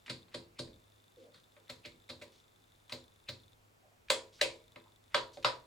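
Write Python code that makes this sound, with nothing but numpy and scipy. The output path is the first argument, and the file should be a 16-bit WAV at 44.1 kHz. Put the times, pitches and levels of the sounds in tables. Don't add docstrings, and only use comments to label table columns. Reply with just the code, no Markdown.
import sys
import numpy as np
from scipy import signal
from scipy.fft import rfft, irfft
from scipy.io import wavfile

SR = 44100
rng = np.random.default_rng(int(sys.argv[2]) if len(sys.argv) > 2 else 0)


def linear_from_db(decibels):
    return 10 ** (np.asarray(decibels, float) / 20)


def waveform_to_disk(signal):
    frames = np.transpose(np.atleast_2d(signal))
    scaled = np.clip(frames, -1, 1) * 32767
    samples = np.round(scaled).astype(np.int16)
    wavfile.write(sys.argv[1], SR, samples)


N = 249606


def read(points, hz):
    f, value = np.transpose(points)
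    return np.interp(np.log(hz + 1), np.log(f + 1), value)


def evened(x):
    return x / np.sqrt(np.mean(x ** 2) + 1e-20)


def add(mix, s, sound):
    part = mix[:, max(round(s * SR), 0):][:, :sound.shape[1]]
    part += sound[:, :part.shape[1]]


def causal(gain_db):
    log_gain = np.log(linear_from_db(np.concatenate([gain_db, gain_db[-2:0:-1]])))
    return np.fft.ifft(np.exp(np.conj(signal.hilbert(log_gain)))).real[:len(gain_db)]


def noise(count, size, same, level_db):
    hop = size // 4
    hz = np.fft.rfftfreq(size, 1 / SR)[:, None]
    t = np.arange(count // hop + 5) * hop / SR
    a, b, c, d = rng.standard_normal((len(t), len(hz), 4)).T
    like = np.clip(read(same, hz), -1, 1)
    mid = np.sqrt(1 + like) * (a + 1j * b)
    side = np.sqrt(1 - like) * (c + 1j * d)
    spectrum = np.array([mid + side, mid - side]) * linear_from_db(level_db(hz, t))
    return evened(signal.istft(spectrum, nperseg=size, noverlap=size - hop)[1][:, :count])


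# f/Hz, relative level/dB, t60/s
CASE_MODES = [(126, -1, 0.25), (173.4, -5, 0.18), (249.2, -0.5, 0.31), (341.2, -6, 0.45), (425, -12, 0.47),
              (463, -10.5, 0.45), (533, -3.5, 0.31), (579.2, -4.5, 0.19), (591, 5.5, 0.12),
              (623, -21, 0.66), (762, -5.5, 0.14), (962, -12.5, 0.34), (981.6, -13.5, 0.36),
              (1059, -13.5, 0.32), (1185, -10, 0.2), (1280, -6, 0.1), (1560, -6.5, 0.15),
              (2078, -6.5, 0.14), (2205, -28, 0.29), (2563, -11.5, 0.23), (3250, -46, 0.13),
              (3830, -11, 0.053), (4464, -10.5, 0.15)]
# f/Hz, relative level/dB
HAZE_COLOUR = [(100, 3), (600, -5), (1500, -9.5), (10000, 2.5), (14000, 1)]
# f/Hz, t60/s
HAZE_T60 = [(100, 0.67), (400, 0.39), (1000, 0.31), (2700, 0.24), (7000, 0.28), (14000, 0.14)]
# f/Hz, left-right likeness (1 = same)
HAZE_SAME = [(60, 0.95), (150, 1), (380, 0.7), (950, 0.66), (2380, 0.12), (5980, 0.66), (15000, 1)]
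MODES_DB, HAZE_DB = -4, 4.5
LATE_DB, LATE_T60 = -38, 1


def haze_level(hz, s):
    fast = linear_from_db(-120 * s / read(HAZE_T60, hz))
    slow = linear_from_db(2 * LATE_DB - 120 * s / LATE_T60)
    build_up = 1 - np.exp(-(s + 0.00033) * (hz + 50) / 8)
    return read(HAZE_COLOUR, hz) + 10 * np.log10((fast + slow) * build_up)


def ringing():
    t = np.arange(SR // 2 + SR // 5) / SR
    hz, db, t60 = np.transpose(CASE_MODES)[:, :, None]
    chance = rng.standard_normal((len(CASE_MODES), 4))
    left_right = chance[:, 2:].T[:, :, None]
    phase = 2 * chance[:, 1:2] + 0.32 * np.log(hz / 80) * left_right
    decay = linear_from_db(db + 1.05 * chance[:, :1] - 60 * t / t60)
    modes = decay * np.sin(2 * np.pi * hz * t + phase)
    modes *= 1 - np.exp(-t * hz / 1.17)
    haze = noise(len(t), 256, HAZE_SAME, haze_level)
    ring = linear_from_db(MODES_DB) * evened(modes.sum(1)) + linear_from_db(HAZE_DB) * haze
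    return ring * (1 - np.exp(-t / 0.00067)) / np.sqrt(len(t))


# lower f/Hz, upper f/Hz
BLOW_BANDS = [(90, 380), (420, 680), (900, 1600), (1900, 2800), (3200, 5000), (6500, 10000)]
# f/Hz, gain level/dB
CRACK_COLOUR = [(150, -10), (500, -7), (1200, -3), (6000, 0.5), (14000, -3.5)]
# f/Hz, phase/rad
PORT_LEAD = [(0, 0.16), (5000, 0.83), (6120, -0.022), (10400, 0.73), (10900, 0.35), (16300, -0.23)]


def blow(row, kind, radiation):
    s, snap_db, panel, low_body, high_body, sparkle = row
    lead, clatter, ring_db, thump = kind
    t = np.arange(1300) / SR - .01
    shape = np.where(t < 0, np.exp(t / lead), np.exp(-t / clatter))
    impacts = shape * rng.standard_normal(len(t)) * (0.14 + rng.exponential(1, len(t)))
    impacts /= np.linalg.norm(impacts)

    lo, hi = np.transpose(BLOW_BANDS)
    band_db = np.array([thump, panel, low_body, high_body, 0, sparkle])
    per_hz = band_db - 10 * np.log10((hi - lo) / 2000)
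    hz = np.fft.rfftfreq(4096, 1 / SR)
    band_curve = read(np.transpose([np.sqrt(lo * hi), per_hz]), hz)
    colour = causal(band_curve + read(radiation, hz)) / 0.07

    ports = np.exp(.5j * np.outer([1, -1], read(PORT_LEAD, hz)))
    carried = rfft(causal(read(CRACK_COLOUR, hz)), 4096)
    crack = irfft(rfft(impacts, 4096) * rfft(colour, 4096) * carried * ports)
    main_impact = np.pad(colour, (SR // 100, 0))[None]
    sound = linear_from_db(ring_db) * signal.fftconvolve(main_impact, ringing(), axes=1)
    sound[:, :4096] += crack
    return s - .01, linear_from_db(snap_db) * sound


def spring(row):
    s, hz, db, t60 = row
    spread = .038
    t = np.arange(SR // 3) / SR
    detune, phase, side = rng.standard_normal((9, 3)).T[:, :, None]
    angle = 2 * np.pi * hz * (1 + spread * detune) * t + 3 * phase
    apart = .15 * np.log(hz / 80) * side
    modes = np.array([np.sin(angle + c * apart).sum(0) for c in (1, -1)])
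    return s, modes / np.sqrt(len(detune)) * linear_from_db(db - 60 * t / t60) * (1 - np.exp(-t / .004))


FIRST_KNOB_SNAPS = [(0.099, -24.5, -22, -18, -10, -19), (0.3448, -27.5, -14.5, -16.5, -11, -19),
                    (0.5917, -25, -15, -22, -18.5, -18)]
SECOND_KNOB_SNAPS = [(1.698, -29.5, -9.5, -11.5, -8, -17.5), (1.8577, -36, -6, -24, -10, -17),
                     (2.0992, -27.5, -10.5, -17.5, -14.5, -26), (2.2214, -39, -2, -10, -2, -14),
                     (2.9233, -24.5, -8.5, -16, -11.5, -19.5), (3.2893, -24, -14, -17.5, -12.5, -23)]
# f/Hz, gain level/dB
FIRST_KNOB_COLOUR = [(40, -17.5), (90, 11.5), (240, 7), (340, 8.5), (620, 4), (760, 0), (950, 7.5),
                     (2300, 4.5), (3000, -1.5), (4250, 2), (4800, 1.5), (5900, -9.5), (7400, 1), (9500, 1),
                     (11500, -16), (16000, -16)]
# f/Hz, gain level/dB
SECOND_KNOB_COLOUR = [(40, -6), (90, 14), (170, 4), (250, 3), (340, -3), (620, -3), (760, -6), (950, 1),
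                      (2300, 3.5), (3000, -5), (4250, 1), (4800, -2), (5900, -7), (7400, 1), (9500, -5),
                      (11500, -9.5), (16000, -6.5)]
# lead-in t/s, clatter decay t/s, ringing level/dB, table thump level/dB
FIRST_KNOB_BLOW = (0.0023, 0.0074, -3.5, -20)
SECOND_KNOB_BLOW = (0.0023, 0.0074, -3.5, -23)
# f/Hz, level/dB beside the snap, t60/s
DETENT_SPRING = (4550, -24, .25)


def knobs():
    out = np.zeros((2, N))
    hz, db, t60 = DETENT_SPRING
    for row in FIRST_KNOB_SNAPS:
        s, snap_db = row[:2]
        add(out, *blow(row, FIRST_KNOB_BLOW, FIRST_KNOB_COLOUR))
        add(out, *spring((s, hz, snap_db + db, t60)))
    for row in SECOND_KNOB_SNAPS:
        add(out, *blow(row, SECOND_KNOB_BLOW, SECOND_KNOB_COLOUR))
    return out


LEVER_FLIPS = [(4.1018, -16, -7.5, -12.5, -6, -9), (4.4138, -14.5, -8.5, -20.5, -4.5, -13),
               (5.146, -15, -10, -6, -9.5, -21.5), (5.4475, -15, -11, -4.5, -9.5, -21.5)]
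# f/Hz, gain level/dB
LEVER_COLOUR = [(40, -43), (90, 4.5), (620, 1.5), (780, -0.5), (950, 8), (2300, 6.5), (3200, 1), (4400, 1),
                (4900, -1), (5900, -7), (7400, 1), (9500, -3), (11500, -15), (16000, -13)]
# lead-in t/s, clatter decay t/s, ringing level/dB, table thump level/dB
FLIP_BLOW = (0.00088, 0.0023, -2.5, -37)
# f/Hz, level/dB flipped down, level/dB flipped up, t60/s
LEFT_LEVER_PARTS = [(124.6, -60, -50, .39), (3280, -30.5, -33, .22), (4400, -55, -40, .26),
                    (7400, -33, -60, .16)]
RIGHT_LEVER_PARTS = [(124, -60, -47, .38), (2300, -46, -65, .4), (4950, -55, -31.5, .19)]


def levers():
    out = np.zeros((2, N))
    for k, row in enumerate(LEVER_FLIPS):
        add(out, *blow(row, FLIP_BLOW, LEVER_COLOUR))
        for hz, down, up, t60 in (LEFT_LEVER_PARTS, RIGHT_LEVER_PARTS)[k % 2]:
            add(out, *spring((row[0], hz, up if k > 1 else down, t60)))
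    return out


FINGER_TOUCHES = [(0.063, -58, -21, -4, 6, -9), (0.0803, -46, -15, -7, 8.5, -23),
                  (0.2831, -58.5, -22, -10, -6, -22), (0.6793, -57, 1.5, -11, -2, -23),
                  (1.3445, -53, -22, -6.5, -6, -14.5), (1.5662, -63, 3, 2, 8, -15),
                  (1.8503, -41, -15, -17, 2.5, -23), (2.0914, -43.5, -16, -10.5, -5.5, -10.5),
                  (2.2151, -48, -3, -11, -3, -14), (2.8963, -54, -19, 7, 3, -2),
                  (4.7601, -48, -5.5, -1.5, 2, -22), (5.3721, -46.5, -1, -9.5, -7, -23)]
# lead-in t/s, clatter decay t/s, ringing level/dB, table thump level/dB
FINGER_BLOW = (0.00069, 0.0023, -1.5, -15)
# t/s, f/Hz, level/dB, t60/s
LEFT_RINGING = [(1.169, 503, -51, 0.5), (1.238, 515, -53, 0.3), (1.857, 2200, -56, 0.26),
                (5.369, 345, -50, .1), (5.369, 570, -39, 0.08), (5.369, 760, -47, .08)]


def touches():
    out = np.zeros((2, N))
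    for row in FINGER_TOUCHES:
        add(out, *blow(row, FINGER_BLOW, FIRST_KNOB_COLOUR))
    for row in LEFT_RINGING:
        add(out, *spring(row))
    return out


def rub(row, width):
    start, end, start_db, end_db, hz = row
    room_db, grains_per_s = -7.5, 3000
    count = round((end - start) * SR)
    grains = rng.standard_normal(count) * (0.62 + 3 * (rng.random(count) < grains_per_s / SR))
    r = np.exp(-np.pi * width * hz / SR)
    poles = [1, -2 * r * np.cos(2 * np.pi * hz / SR), r * r]
    slips = signal.lfilter([1, 0, -1], poles, grains)
    slips = evened(signal.lfilter([1, 0, -1], poles, slips))
    slips *= linear_from_db(np.linspace(start_db, end_db, count)) * signal.windows.tukey(count, .2)
    sound = linear_from_db(room_db) * signal.fftconvolve(slips[None], ringing(), axes=1)
    sound[:, :count] += slips
    return start, sound


# start t/s, end t/s, start level/dB, end level/dB, loudest f/Hz
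FINGER_RUBS = [(.06, 0.078, -51.5, -61, 2400), (0.307, 0.336, -81, -58, 1900),
               (1.169, 1.27, -77, -74, 3000), (1.667, 1.7, -74, -73, 2100), (2.318, 2.42, -68, -77, 3200),
               (2.894, 2.923, -51, -65, 2500), (4.084, 4.099, -49, -75, 2000),
               (4.322, 4.414, -64.5, -67, 3400), (4.392, 4.408, -55, -63, 1500),
               (5.1, 5.144, -77, -59, 1700), (5.326, 5.438, -59, -87, 3800),
               (5.426, 5.442, -50.5, -62, 2500)]
FINGER_SQUEAKS = [(0.553, 0.602, -78, -56, 2300), (1.17, 1.29, -67, -76, 320),
                  (1.23, 1.31, -66, -81.5, 590), (1.333, 1.417, -64, -75, 3700),
                  (1.341, 1.389, -70, -75, 1600), (1.833, 1.865, -71, -44, 2700),
                  (3.261, 3.3, -75, -47, 2540), (3.821, 3.985, -71, -85, 673),
                  (4.858, 4.912, -64.5, -81, 950)]


def slides():
    out = np.zeros((2, N))
    for rows, width in ((FINGER_RUBS, 1.15), (FINGER_SQUEAKS, 0.38)):
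        for row in rows:
            add(out, *rub(row, width))
    return out


# f/Hz, relative level/dB, t60/s
BARREL_RING = [(3601, -7, 0.014), (3806, -1, 0.0062), (2760, -20, 0.007), (4800, -14, 0.0031)]


def barrel(steps):
    pan_db = 2.5
    t = np.arange(900) / SR
    out = np.zeros((2, N))
    for c, pan in enumerate((1, -1)):
        ring = np.zeros(len(t))
        for k, (hz, db, t60) in enumerate(BARREL_RING):
            ring += linear_from_db(db - 60 * t / t60) * np.sin(2 * np.pi * hz * t + .5 * pan * k)
        ring *= 1 - np.exp(-t / 0.0014)
        out[c] = linear_from_db(pan * pan_db) * signal.oaconvolve(steps, ring / abs(ring).max())[:N]
    return out


WHINE_PITCHES = [9600, 9600, 9600, 8800, 9190, 7340, 10400]


def drive_whine(starts):
    share, lowest_db = .6, -85
    t = np.arange(900) / SR
    out = np.zeros((2, N))
    for s in starts:
        pick, choice, extra = rng.random(3)
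        if pick < share:
            hz = WHINE_PITCHES[int(choice * len(WHINE_PITCHES))] * (1 - 0.45 * (t - .01))
            tone = np.sin(2 * np.pi * np.cumsum(hz) / SR) * signal.windows.tukey(len(t), .5)
            add(out, s, linear_from_db(lowest_db + 6 * extra) * tone[None])
    return out


# start t/s, end t/s, first frame's level/dB, next frame's level/dB
MOTOR_RUNS = [(0, 0.24, -66, -70), (.75, 1.26, -59, -62.5), (1.3, 1.42, -60, -57), (1.43, 1.9, -59, -75),
              (1.91, 2.46, -58.5, -59.5), (2.47, 2.9, -60, -68), (2.99, 3.3, -60, -58.5),
              (3.39, 3.53, -57.5, -60), (4.55, 4.97, -57, -58), (5.03, 5.66, -62, -62)]
# t/s, level/dB
SINGLE_STEPS = [(0.222, -58.5), (0.23, -54.5), (0.282, -63), (0.732, -55), (0.7413, -55), (1.435, -61),
                (3.435, -56), (3.532, -56), (4.281, -61)]


def focus_motor():
    clock_s, clock_start_s, frame_s = .01, .0008, .04
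    small_step_db, drive_click_db = -73.5, -67.5
    knock_db, scatter_db = -4, 1.7
    beats = np.arange(clock_start_s, N / SR, clock_s)
    index = np.arange(len(beats))
    run_db = np.zeros(len(beats))
    for start, end, first_db, next_db in MOTOR_RUNS:
        turn_db = np.where((beats - start) // frame_s % 2, next_db, first_db)
        run_db += turn_db * ((beats > start) & (beats < end))
    on = run_db < 0

    steps, clicks = np.zeros(N), np.zeros(N)
    at = (beats * SR).astype(int)
    extra_db = -4.4 * np.log(1 - .95 * rng.random(len(beats)))
    steps[at] = on * linear_from_db(small_step_db + extra_db)
    frame = on & (index % 4 == 0)
    frame_db = run_db + scatter_db * rng.standard_normal(len(beats))
    for s, db in SINGLE_STEPS + list(zip(beats[frame], frame_db[frame])):
        steps[int(s * SR)] = linear_from_db(db)
        clicks[int(s * SR)] = linear_from_db(db + knock_db)
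    clicks[at] += on * (index % 2 == 0) * linear_from_db(drive_click_db + 10 * rng.random(len(beats)))
    bright_clicks = signal.lfilter([1, 0, -1], [1, -.7, .35], clicks)
    return barrel(steps) + bright_clicks + drive_whine(beats[on & (index % 4 == 1)])


# peak t/s, level/dB
TABLE_THUDS = [(0.11, -73), (0.38, -71), (0.68, -64), (1.92, -74), (2.7, -75), (3.29, -72), (3.55, -75),
               (4.11, -66), (4.45, -62), (4.65, -74), (5.16, -63), (5.45, -61)]


def rumble():
    steady_db, rise_s, t60 = -81, .04, .5
    t = np.arange(N) / SR
    band = signal.butter(2, [25, 100], "band", fs=SR, output="sos")
    low = evened(signal.sosfilt(band, rng.standard_normal(N)))
    level = np.full(N, linear_from_db(steady_db))
    for s, db in TABLE_THUDS:
        rise = np.exp(np.minimum(t - s, 0) / rise_s)
        level += linear_from_db(db - 60 * np.maximum(t - s, 0) / t60) * rise
    return low * level


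# f/Hz, rms level/dB, width f/Hz, steady part over wavering part
BACKGROUND_TONES = [(103.5, -75, 4, 4.0), (250, -87, 6.4, 1.1), (7370, -89.5, 110, 0.35)]


def hum_and_fuzzy_whine():
    t = np.arange(N) / SR
    out = np.zeros(N)
    for hz, db, width, steady in BACKGROUND_TONES:
        r = np.exp(-np.pi * width / SR)
        a, b = signal.lfilter([1], [1, -r], rng.standard_normal((N, 2)).T)
        waver = steady + evened(a) + 1j * evened(b)
        out += linear_from_db(db) * evened((waver * np.exp(2j * np.pi * hz * t)).real)
    return out


# f/Hz, relative level/dB per Hz
HISS_COLOUR = [(74, -22), (125, -7.5), (293, -9.5), (390, -7.5), (449, -8), (843, -10), (1240, -12),
               (1860, -16.5), (2140, -16), (5920, -24.5), (16000, -31.5)]
# f/Hz, left-right likeness (1 = same, -1 = opposite)
HISS_LIKENESS = [(60, 0.81), (130, 0.43), (290, 0.054), (640, -0.43), (1410, -0.42), (3100, 0.0066),
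                 (6820, 0.71), (15000, 0.96)]


def hiss():
    return linear_from_db(-68.5) * noise(N, 2048, HISS_LIKENESS, lambda hz, s: read(HISS_COLOUR, hz) + 0 * s)


def scene():
    hand = knobs() + levers() + touches() + slides()
    return hand + focus_motor() + rumble() + hum_and_fuzzy_whine() + hiss()


def top_cut(x):
    return signal.sosfilt(signal.butter(12, 16670, fs=SR, output="sos"), x)


def record(dry):
    return top_cut(dry)


dry = scene()
out = record(dry)
waveform_to_disk(out)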